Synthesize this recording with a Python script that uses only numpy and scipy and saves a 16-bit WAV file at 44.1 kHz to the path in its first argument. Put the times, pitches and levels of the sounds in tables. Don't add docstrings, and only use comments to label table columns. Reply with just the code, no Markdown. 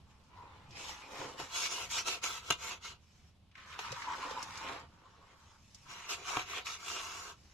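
import sys
import numpy as np
from scipy import signal
from scipy.fft import rfft, irfft
from scipy.io import wavfile

SR = 44100
rng = np.random.default_rng(int(sys.argv[2]) if len(sys.argv) > 2 else 0)


def output_pcm(signal):
    pcm = np.clip(np.atleast_2d(signal).T, -1, 1) * 32767
    wavfile.write(sys.argv[1], SR, np.round(pcm).astype(np.int16))


N = 332073
TIME = np.arange(N) / SR
HZ = np.maximum(np.fft.rfftfreq(8192, 1 / SR), 1)


def from_db(db):
    return 10 ** (np.asarray(db) / 20)


def rms_one(x):
    return x / np.sqrt(np.mean(np.atleast_2d(x)[0] ** 2) + 1e-20)


def colour(points):
    hz, db = np.transpose(points)
    return from_db(np.interp(np.log(HZ), np.log(hz), db))


def resonances(modes, order=1):
    power = 0
    for hz, width_hz, db in modes:
        detuning = (HZ ** 2 - hz ** 2) / (HZ * width_hz)
        power = power + from_db(db) ** 2 / (1 + detuning ** 2 / order) ** order
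    return np.sqrt(power)


def through(x, gain):
    cepstrum = irfft(np.log(gain + 1e-6))
    cepstrum[1:len(HZ) - 1] *= 2
    cepstrum[len(HZ):] = 0
    impulse = irfft(np.exp(rfft(cepstrum)))[:len(HZ)]
    return signal.oaconvolve(x, impulse)[:len(x)]


# (frequency [Hz], side re mid [dB])
SIDE_WIDTH = [(100, -14), (350, -12.5), (620, -1.5), (950, -11.5), (1350, -7), (1800, -0.5), (2300, -0.5),
              (3000, -5.5), (4300, -0.5), (5300, 1.5), (6400, -2.5), (7700, 1), (12000, 1.5)]


def radiate(pair, gain):
    return np.array([through(pair[0], gain), through(pair[1], gain * colour(SIDE_WIDTH))])


def drift(rate_hz):
    pole = np.exp(-40 * np.pi * rate_hz / SR)
    noise = rng.standard_normal(N // 20 + 2002)
    slow = signal.lfilter([1], [1, -2 * pole, pole * pole], noise)[2000:]
    return np.interp(np.arange(N) / 20, np.arange(len(slow)), rms_one(slow))


def add(out, start_s, sound):
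    at = int(start_s * SR)
    out[:, at:at + sound.shape[1]] += sound[:, :N - at]


def grains(per_s, spread_db, judder_db, judder_hz):
    born = rng.random(N) < per_s / SR
    size_db = spread_db * np.minimum(rng.exponential(1, N), 4) + judder_db * drift(judder_hz)
    return born * from_db(size_db) * rng.choice([-1, 1], (2, N))


def stone_ticks(per_s, spread_db, cycles_to_60db, low_hz, high_hz):
    out, t = np.zeros((2, N)), TIME[:SR // 50]
    for when, where, size, sign, side in rng.random((int(per_s * N / SR), 5)):
        hz = low_hz * (high_hz / low_hz) ** where
        level_db = -spread_db * np.log(max(size, .05))
        tick = np.sin(2 * np.pi * hz * t) * from_db(level_db - 60 * t * hz / cycles_to_60db)
        add(out, when * TIME[-1], np.outer([np.sign(sign - .5), 3 * (side - .5)], tick))
    return rms_one(out)


def sheet(pair, t60_s, ring_db):
    out, t = np.zeros((2, N)), TIME[:SR // 8]
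    crack_t60_s, stay = .003, int(.06 * SR)
    crack = from_db(-60 * t / crack_t60_s)
    ring = from_db(ring_db) * np.sqrt(crack_t60_s / t60_s) * from_db(-60 * t / t60_s)
    for at in range(0, N, stay):
        answer = rng.standard_normal((2, len(t))) * (crack + ring)
        answer /= np.linalg.norm(answer, axis=1, keepdims=True)
        add(out, at / SR, signal.fftconvolve(pair[:, at:at + stay], answer, axes=1))
    return out


SWELL_DB = 17
EDGE_CURVE = 1.146
STEEPNESS = [1.015, 1.18, 0.92, 0.91]


def stroke_gains(strokes, release_db_per_s, loading_db):
    loudest_db = np.full((4, N), -120.0)
    for start, end, rise, change_db, *levels_db in strokes:
        near = slice(max(int((start - .4) * SR), 0), int((end + .4) * SR))
        t = TIME[near]
        progress = np.clip((t - start) / max(end - start, .005), 0, 1) - .5
        slack = np.maximum(start - t, 0) / rise + np.maximum(t - end, 0) * release_db_per_s / SWELL_DB
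        held_db = np.c_[levels_db] + np.outer(change_db + np.array(loading_db), progress)
        stroke_db = held_db - SWELL_DB * np.outer(STEEPNESS, slack ** EDGE_CURVE)
        loudest_db[:, near] = np.maximum(loudest_db[:, near], stroke_db)
    return from_db(loudest_db)


def burst(fall_s, gain):
    t = TIME[:SR // 2]
    contacts = rng.choice([-1, 1], (2, len(t))) * np.exp(-t / fall_s)
    return radiate(contacts, rms_one(gain))


def ringing(modes, t):
    out = np.zeros((2, len(t)))
    for hz, db, t60_s in modes:
        phase = rng.uniform(0, 2 * np.pi, (2, 1))
        out += from_db(db - 60 * t / t60_s) * np.sin(2 * np.pi * hz * t + phase)
    return out


def wander(pair, speed):
    clock = np.cumsum(speed) % N
    return np.array([np.interp(clock, np.arange(N), part) for part in pair])


# (frequency [Hz], relative level [dB])
AIR_COLOUR = [(20, -14), (40, -11), (80, -2.5), (130, -11.5), (200, -13), (300, -23.5), (500, -28.5),
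              (1000, -28), (1800, -39.5), (3000, -32), (7000, -45.5), (8300, -47.5), (13000, -54)]
# (time [s], level [dB])
AIR_LEVEL = [(0, -62.5), (2.9, -62.5), (3.4, -65.5), (4.6, -61), (5.1, -65), (7.4, -63.5)]


def air():
    noise = rms_one(radiate(rng.standard_normal((2, N)), colour(AIR_COLOUR)))
    level_db = np.interp(TIME, *np.transpose(AIR_LEVEL)) + 1.4 * drift(8.2)
    return from_db(level_db) * noise


# (delay [s], level before trim [dB])
WALL_ECHOES = [(.0113, -17.5), (.0187, -17), (.031, -23.5), (.047, -28)]


def yard(pair):
    out, dull = np.zeros((2, N)), through(pair[0], 1 / np.hypot(1, HZ / 5000))
    for k, (delay_s, db) in enumerate(WALL_ECHOES):
        add(out, delay_s, from_db(db - 2.5) * np.array([dull, 1.1 * (-1) ** k * dull]))
    return out


# (time [s], level [dB], 1/e fall time [s])
LUMP_FALLS = [(0.049, -73, 0.058), (0.68, -54, 0.072), (1.19, -53.5, 0.062), (1.388, -48.5, 0.025),
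              (2.504, -42.5, 0.011), (3.792, -57, 0.011), (3.905, -45, 0.013), (4.716, -57, 0.065),
              (6.367, -42, 0.0062)]
# (frequency [Hz], relative level [dB])
THUD_COLOUR = [(40, -3.5), (80, -6.5), (130, 12.5), (200, -7), (340, -3.5), (700, -33.5), (1500, -58)]


def lumps():
    out = np.zeros((2, N))
    for s, db, fall_s in LUMP_FALLS:
        add(out, s, from_db(db) * burst(fall_s, colour(THUD_COLOUR)))
    return out


# (time [s], level [dB], pitch [Hz])
PEBBLE_HITS = [(0.708, -57, 4030), (1.394, -55, 3970), (1.6435, -44, 2780), (1.654, -39, 2530),
               (1.902, -45, 3900), (0.239, -72, 5540), (3.514, -65.5, 2660), (3.5534, -52.5, 2127),
               (3.579, -50, 1670), (3.601, -56, 2300), (3.7258, -50, 2330), (3.8743, -48, 2300),
               (3.919, -44.5, 5200), (4.0206, -44, 1900), (4.134, -47, 2000), (4.427, -42, 5950),
               (4.5553, -52, 3740), (4.574, -47, 5370), (4.686, -43, 2380), (4.7231, -50, 2900),
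               (5.746, -51.5, 5400), (6.668, -40.5, 2540)]


def pebbles():
    out = np.zeros((2, N))
    for s, db, hz in PEBBLE_HITS:
        tick = resonances([(hz, 0.59 * hz, 0)], order=2) * colour([(7500, 8.0), (8300, 1.0)])
        add(out, s, from_db(db) * burst(0.0097, tick))
    return out


# (time [s], chatter level [dB], dull above [Hz], chatter 1/e time [s],
#  ring re chatter before trim [dB], clunk re chatter [dB])
GROUND_KNOCKS = [ (1.398, -41.5, 5030, 0.008, -17, 4), (2.081, -36, 7000, 0.009, -4, -27),
                 (2.2389, -32, 13300, 0.0085, -8, -34), (2.5033, -22, 10830, 0.0017, -12.5, -20),
                 (2.5064, -19.5, 11000, 0.0028, -4, -17), (2.5100, -28, 3000, 0.0024, -16, -18),
                 (2.523, -31.5, 9000, 0.006, -3.5, -20), (3.7907, -37, 3120, 0.01, -23, -9),
                 (6.092, -43, 12000, 0.0076, -6, -17), (6.3688, -29, 995, 0.0046, -8, 2),
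                 (6.394, -35, 3000, 0.0029, -11, -5), ]
# (frequency [Hz], relative level [dB])
KNOCK_COLOUR = [(100, -27), (280, -15.5), (430, -2.5), (570, -11.5), (800, -5), (980, 4), (1230, -5.5),
                (1450, -6.5), (1850, -11), (2400, -0.5), (2850, 0.5), (3400, -2), (4000, -5.5), (4950, -13),
                (5500, -8), (7050, -2.5), (7900, -23), (9500, -14), (11300, -23), (12500, -17),
                (13200, -27)]
# (frequency [Hz], level [dB], t60 [s])
RING_MODES = [(300, -9, 0.11), (977, -5.5, 0.027), (1268, -4, 0.14), (1564, -7.5, 0.12), (2100, -16.5, .11),
              (2440, -13, 0.17), (2814, 0, 0.099), (2870, -4.5, 0.12), (3460, -6, 0.093),
              (3700, -14.5, 0.13), (4027, -8.5, .09), (4680, -22, 0.066), (5460, -18, 0.057),
              (6212, -14, 0.088), (7330, -14, 0.046), (9600, -13, 0.062)]
# (frequency [Hz], level [dB], t60 [s])
FLEX_MODES = [(309, -8.5, 0.05), (401, -6.5, .055), (730, -1.5, 0.053), (1100, -1, .03), (1326, -2, 0.039)]


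def knocks():
    out, t = np.zeros((2, N)), TIME[:SR // 2]
    for s, db, dull_hz, chatter_s, ring_db, clunk_db in GROUND_KNOCKS:
        soft = 1 / np.hypot(1, HZ / dull_hz)
        chatter = burst(chatter_s, colour(KNOCK_COLOUR) * soft)
        ring = radiate(ringing(RING_MODES, t) * (1 - np.exp(-t / 0.0012)), soft)
        clunk = ringing(FLEX_MODES, t) * (1 - np.exp(-t / 0.0021))
        clunk *= [[1], [from_db(-7.5)]]
        knock = chatter + from_db(ring_db - 5.0) * ring + from_db(clunk_db) * clunk
        add(out, s, from_db(db) * knock)
    return out


# (time [s], peak [dB], plate note [Hz], crack [dB])
STONE_CATCHES = [(0.892, -37, 870, -23), (1.215, -36, 1040, -30), (1.658, -39, 1310, -21),
                 (1.779, -36.5, 1020, -18), (1.985, -32, 1340, -6), (2.71, -35, 1090, -21),
                 (3.827, -40, 1220, -20), (3.849, -37, 1220, -18), (3.924, -36.5, 525, -15),
                 (4.122, -36, 1120, -32), (4.227, -35, 1090, -21), (4.31, -37, 525, -24),
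                 (4.507, -39, 940, -16), (4.689, -44, 1200, -23), (6.295, -41, 1130, -22),
                 (6.306, -34, 775, -23), (6.499, -35.5, 1150, -17), (6.533, -35.5, 1160, -25),
                 (6.582, -31.5, 1120, -10.5), (6.67, -40, 1150, -26), (6.701, -36, 1330, -11),
                 (6.881, -34.5, 1130, -17), (6.9, -33, 1310, -12), (7.013, -37, 1150, -4)]


def catches():
    out = np.zeros((2, N))
    for s, db, hz, crack_db in STONE_CATCHES:
        modes = [(hz, 0.19 * hz, 0), (2900, 1900, crack_db), (6400, 1500, crack_db - 21)]
        jolt = burst(0.0027, resonances(modes, order=2))
        add(out, s, from_db(db) * jolt / np.abs(jolt).max())
    return out


# (full force from [s], until [s], rise [s], change of force [dB],
#  grit [dB], sand hiss [dB], plate [dB], wet mix [dB])
HEAP_PUSHES = [ (0.1, 0.3, .1, -3, -77, -82.5, -71, -75.5), (0.39, 0.70, 0.14, -1.5, -68, -81, -61, -63.5),
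               (0.815, 0.915, 0.11, 1.5, -49, -54.5, -52.5, -54.5),
               (0.95, 1.08, 0.06, -5, -57.5, -66.5, -56.5, -70),
               (1.16, 1.26, 0.15, 0, -51.5, -59, -49, -46), (1.28, 1.37, .05, -8, -58.5, -64.5, -54, -52),
               (1.402, 1.428, 0.038, -3.5, -47.5, -52, -49.5, -50.5),
               (3.03, 3.28, 0.081, -0.5, -77, -78.5, -81.5, -93),
               (3.585, 3.77, 0.048, 9.5, -58.5, -70, -56.5, -65.5),
               (3.80, 4.06, 0.043, -0.5, -51.5, -61, -47.5, -62),
               (4.09, 4.42, 0.092, 0.5, -51, -60, -45.5, -52.5),
               (4.46, 4.64, 0.044, 5, -54.5, -61, -50, -54.5),
               (4.675, 4.76, 0.11, -2, -49.5, -61.5, -46, -46.5),
               (4.80, 4.825, 0.047, -11, -61, -69, -59, -57), (4.94, 5.33, 0.2, 3, -72, -80, -66, -66),
               (5.40, 5.56, 0.22, -0.5, -71, -74.5, -65.5, -71),
               (5.66, 5.84, 0.35, 4.5, -72, -72, -78, -78), (7.39, 7.52, 0.49, 5, -73, -73.5, -77, -73), ]
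# (time [s], note [Hz])
LOADED_NOTE = [(.4, 993), (.9, 936), (1.25, 1003), (3.58, 1236), (3.85, 1086), (4.1, 1039), (4.4, 1001),
               (4.7, 1042)]
# (time [s], 1/e half-length [s], level before trim [dB], note [Hz])
GRAVEL_JAMS = [(0.408, 0.087, 12, 979.6), (3.852, 0.02, 4, 1229), (4.099, 0.036, 12.5, 954.5),
               (4.256, 0.033, 8.5, 1032), (4.388, 0.02, 10, 924), (5.06, 0.015, 17.5, 1064),
               (5.222, 0.012, 10, 1051)]
# (frequency [Hz], width [Hz], level [dB])
BURIED_PLATE_MODES = [(892, 85, 4.5), (1063, 81, 3.5), (1195, 380, 0), (1466, 61, -4.5)]
BURIED_BODY_MODES = [(295, 107, -1), (409, 64, -1.5), (517, 89, 1.5), (685, 80, -1), (803, 45, 0.5)]
BURIED_RASP_MODES = [(1810, 160, -9), (2280, 370, -11), (2930, 67, 2.5), (3970, 240, -12), (7300, 81, 2.5)]
# (frequency [Hz], relative level [dB])
GRIT_COLOUR = [(1300, -26), (1850, -7), (2050, -5.5), (2400, -2), (2950, -2), (3150, -2.5), (4000, -4),
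               (4600, -11), (6000, -44)]
SAND_COLOUR = [(3400, -33.5), (4600, -4), (5400, 3), (6700, 2), (7700, -2.5), (8200, -10), (10300, -10),
               (11400, -19), (12500, -5.5), (13300, -35)]


def digs():
    grit_gain, sand_gain, plate_gain, mix_gain = stroke_gains(
        HEAP_PUSHES, release_db_per_s=178.5, loading_db=[-0.41, -0.69, -0.49, 0.17])
    steel = np.hypot(1, resonances(BURIED_RASP_MODES))

    crushed = grains(per_s=4000, spread_db=0.5, judder_db=1.34, judder_hz=11)
    gravel = from_db(5.5) * grains(per_s=62, spread_db=1.5, judder_db=0.5, judder_hz=130)
    fine = sheet(crushed + gravel, t60_s=0.064, ring_db=5.0)
    grit_tilt = colour([(1700, 3.5), (2700, -2.5), (4000, -3.5)])
    crunch = rms_one(radiate(fine, colour(GRIT_COLOUR) * steel * grit_tilt))
    ticks = stone_ticks(per_s=160, spread_db=2.0, cycles_to_60db=26, low_hz=1256, high_hz=4160)
    grit = grit_gain * (crunch + from_db(-9.0) * ticks)
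    sand_tilt = colour([(5000, 2.2), (12000, -3.0)])
    sand = sand_gain * rms_one(radiate(fine, colour(SAND_COLOUR) * steel * sand_tilt))

    stones = grains(per_s=1500, spread_db=0.5, judder_db=0.8, judder_hz=17)
    groan = rms_one(radiate(stones, resonances(BURIED_PLATE_MODES, order=2)))
    groan = wander(groan, np.interp(TIME, *np.transpose(LOADED_NOTE)) / 1010)

    slips = grains(per_s=1400, spread_db=0.0, judder_db=0.9, judder_hz=46)
    jam_gain = sum(from_db(db) * np.exp(-((TIME - s) / length_s) ** 2) for s, length_s, db, _ in GRAVEL_JAMS)
    jam_s, _, _, jam_hz = np.transpose(GRAVEL_JAMS)
    squeal = rms_one(radiate(slips, resonances([(jam_hz.mean(), 85, 0)], order=2)))
    squeal = wander(squeal, np.interp(TIME, jam_s, jam_hz) / jam_hz.mean())
    plate = plate_gain * (groan + from_db(-5.5) * jam_gain * squeal)

    clods = grains(per_s=800, spread_db=2.0, judder_db=2.5, judder_hz=21)
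    mix = mix_gain * rms_one(radiate(clods, resonances(BURIED_BODY_MODES, order=2)))
    return from_db(-1.22) * grit + from_db(0.9) * sand + from_db(-1.0) * plate + from_db(-4.5) * mix


# (frequency [Hz], width [Hz], level in first bout [dB], level in second bout [dB])
BARE_PLATE_MODES = [(943, 129, 2.5, 0), (1130, 155, 0, 1.5), (1335, 138, 4, 2), (1552, 110, -0.5, -1),
                    (1730, 200, -22, -12.5)]
BARE_BODY_MODES = [(308, 73, -4, -2.5), (401, 72, 1.5, 5), (501, 66, 1, 1), (703, 98, 2.5, 5),
                   (795, 64, -16, 0.5)]


def bare_modes(modes, start_s):
    in_bout = [(hz, width, first if start_s < 4 else second) for hz, width, first, second in modes]
    return resonances(in_bout, order=3)


# (frequency [Hz], width [Hz], level [dB])
BARE_RASP_MODES = [(2175, 76, 0), (2300, 55, -7), (2560, 220, -5), (2860, 110, 3.5), (3410, 110, -1),
                   (4950, 110, -1), (5800, 60, 7.5), (6590, 200, 5.5), (7140, 170, 6)]


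def stroke_colours(start_s, plate_hz, edge_hz, whistle_hz, tilt_db_per_octave):
    favoured = [(edge_hz, 76, 6.5), (whistle_hz, 75, 5.8)]
    steel = np.hypot(1, resonances(BARE_RASP_MODES + favoured))
    note = np.hypot(1, resonances([(plate_hz, 60, 1.2)]))
    octaves = np.log2(np.maximum(HZ / edge_hz, .5))
    grit = colour(GRIT_COLOUR) * steel * from_db(tilt_db_per_octave * octaves)
    sand = colour(SAND_COLOUR) * steel
    plate = bare_modes(BARE_PLATE_MODES, start_s) * note
    mix = bare_modes(BARE_BODY_MODES, start_s) * note
    return grit, sand, plate, mix


# (full force from [s], until [s], rise [s], change of force [dB],
#  grit [dB], sand hiss [dB], plate [dB], wet mix [dB],
#  plate note [Hz], edge note [Hz], whistle [Hz], grit tilt [dB per octave])
BARE_STROKES = [ (1.57, 1.662, .07, 1.5, -42.5, -42, -44, -50.5, 1031, 2260, 6620, 4),
                (1.72, 1.845, 0.055, -3, -46.5, -47, -49.5, -50.5, 1030, 2840, 6560, 0),
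                (1.919, 1.992, 0.032, 4, -43.5, -42.5, -46.5, -55.5, 936, 2950, 5730, -0.5),
                (2.077, 2.149, 0.03, -7, -43, -44.5, -46.5, -46.5, 1350, 2640, 4791, 1.5),
                (2.238, 2.381, 0.018, -8, -46.5, -47.5, -47.5, -56, 1310, 2640, 6750, -1),
                (2.482, 2.524, 0.11, 6.5, -51.5, -54.5, -51, -55, 1280, 2940, 6160, 2.5),
                (2.637, 2.727, 0.068, 1.5, -48.5, -50.5, -49, -54, 1020, 2210, 6040, -1),
                (2.853, 2.918, 0.042, -6.5, -53.5, -58.5, -55, -64, 1248, 2180, 5270, 4.5),
                (5.908, 6.103, 0.06, -1.5, -56, -61, -54.5, -62, 1000, 2740, 5640, -4),
                (6.097, 6.131, 0.014, 2, -43.5, -45, -47, -50.5, 1390, 2900, 6160, 2.5),
                (6.143, 6.235, .05, 1, -57, -62, -56.5, -54.5, 1120, 2900, 6400, -1),
                (6.292, 6.406, 0.071, 0, -45.5, -48.5, -44, -50, 730, 2320, 6150, -3.5),
                (6.504, 6.582, 0.08, 4.5, -47.5, -53, -50, -51, 1090, 2820, 7400, -6.5),
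                (6.662, 6.745, 0.018, 0.5, -49, -51, -50.5, -59, 1300, 2240, 6600, 0.5),
                (6.896, 6.999, 0.15, -0.5, -48.5, -50, -49, -52, 1150, 2860, 6200, 0.5),
                (6.995, 7.3, 0.084, -3, -53.5, -54, -50, -57.5, 1100, 2720, 6500, 0.5), ]


def stroke_by_stroke(pair, colours):
    starts, ends = np.transpose(BARE_STROKES)[:2]
    lulls = np.r_[0, (ends[:-1] + starts[1:]) / 2 * SR, N].astype(int)
    out = np.zeros((2, N))
    for gain, first, last in zip(colours, lulls, lulls[1:]):
        with_tail = np.hstack([pair[:, first:last], np.zeros((2, len(HZ)))])
        add(out, first / SR, radiate(with_tail, rms_one(gain)))
    return rms_one(out)


def scrapes():
    forces = [row[:8] for row in BARE_STROKES]
    grit_gain, sand_gain, plate_gain, mix_gain = stroke_gains(
        forces, release_db_per_s=322.5, loading_db=[0, -3, -1.4, 2.5])
    colours = [stroke_colours(row[0], *row[8:]) for row in BARE_STROKES]
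    grit_colours, sand_colours, plate_colours, mix_colours = zip(*colours)

    crushed = grains(per_s=5000, spread_db=2.0, judder_db=0.03, judder_hz=71)
    gravel = from_db(4.0) * grains(per_s=100, spread_db=1.3, judder_db=1.5, judder_hz=17)
    fine = sheet(crushed + gravel, t60_s=0.08, ring_db=3.5)
    ticks = stone_ticks(per_s=130, spread_db=3.0, cycles_to_60db=18, low_hz=1900, high_hz=6000)
    grit = grit_gain * (stroke_by_stroke(fine, grit_colours) + from_db(-11.5) * ticks)
    sand = sand_gain * stroke_by_stroke(fine, sand_colours)

    stones = grains(per_s=2200, spread_db=1.0, judder_db=1.4, judder_hz=33)
    plate = plate_gain * stroke_by_stroke(stones, plate_colours)
    mix = mix_gain * stroke_by_stroke(stones, mix_colours)
    return from_db(1.0) * grit + from_db(0.53) * sand + plate + from_db(-3.3) * mix


# (frequency [Hz], left re right [dB])
LEFT_LEAN = [(100, -1.3), (300, -1.7), (520, -2), (950, -0.38), (2000, 0.78), (3200, -1), (4500, -1.5),
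             (5500, 0.6), (9000, 1), (12500, -0.7)]


def scene():
    work = lumps() + pebbles() + knocks() + catches() + digs() + scrapes()
    mid, side = air() + yard(work) + work
    lean = np.sqrt(colour(LEFT_LEAN))
    return np.array([through(mid + side, lean), through(mid - side, 1 / lean)])


def record(dry):
    low_pass = signal.ellip(12, .1, 70, 13200, fs=SR, output="sos")
    return signal.sosfilt(low_pass, dry)


dry = scene()
out = record(dry)
output_pcm(out)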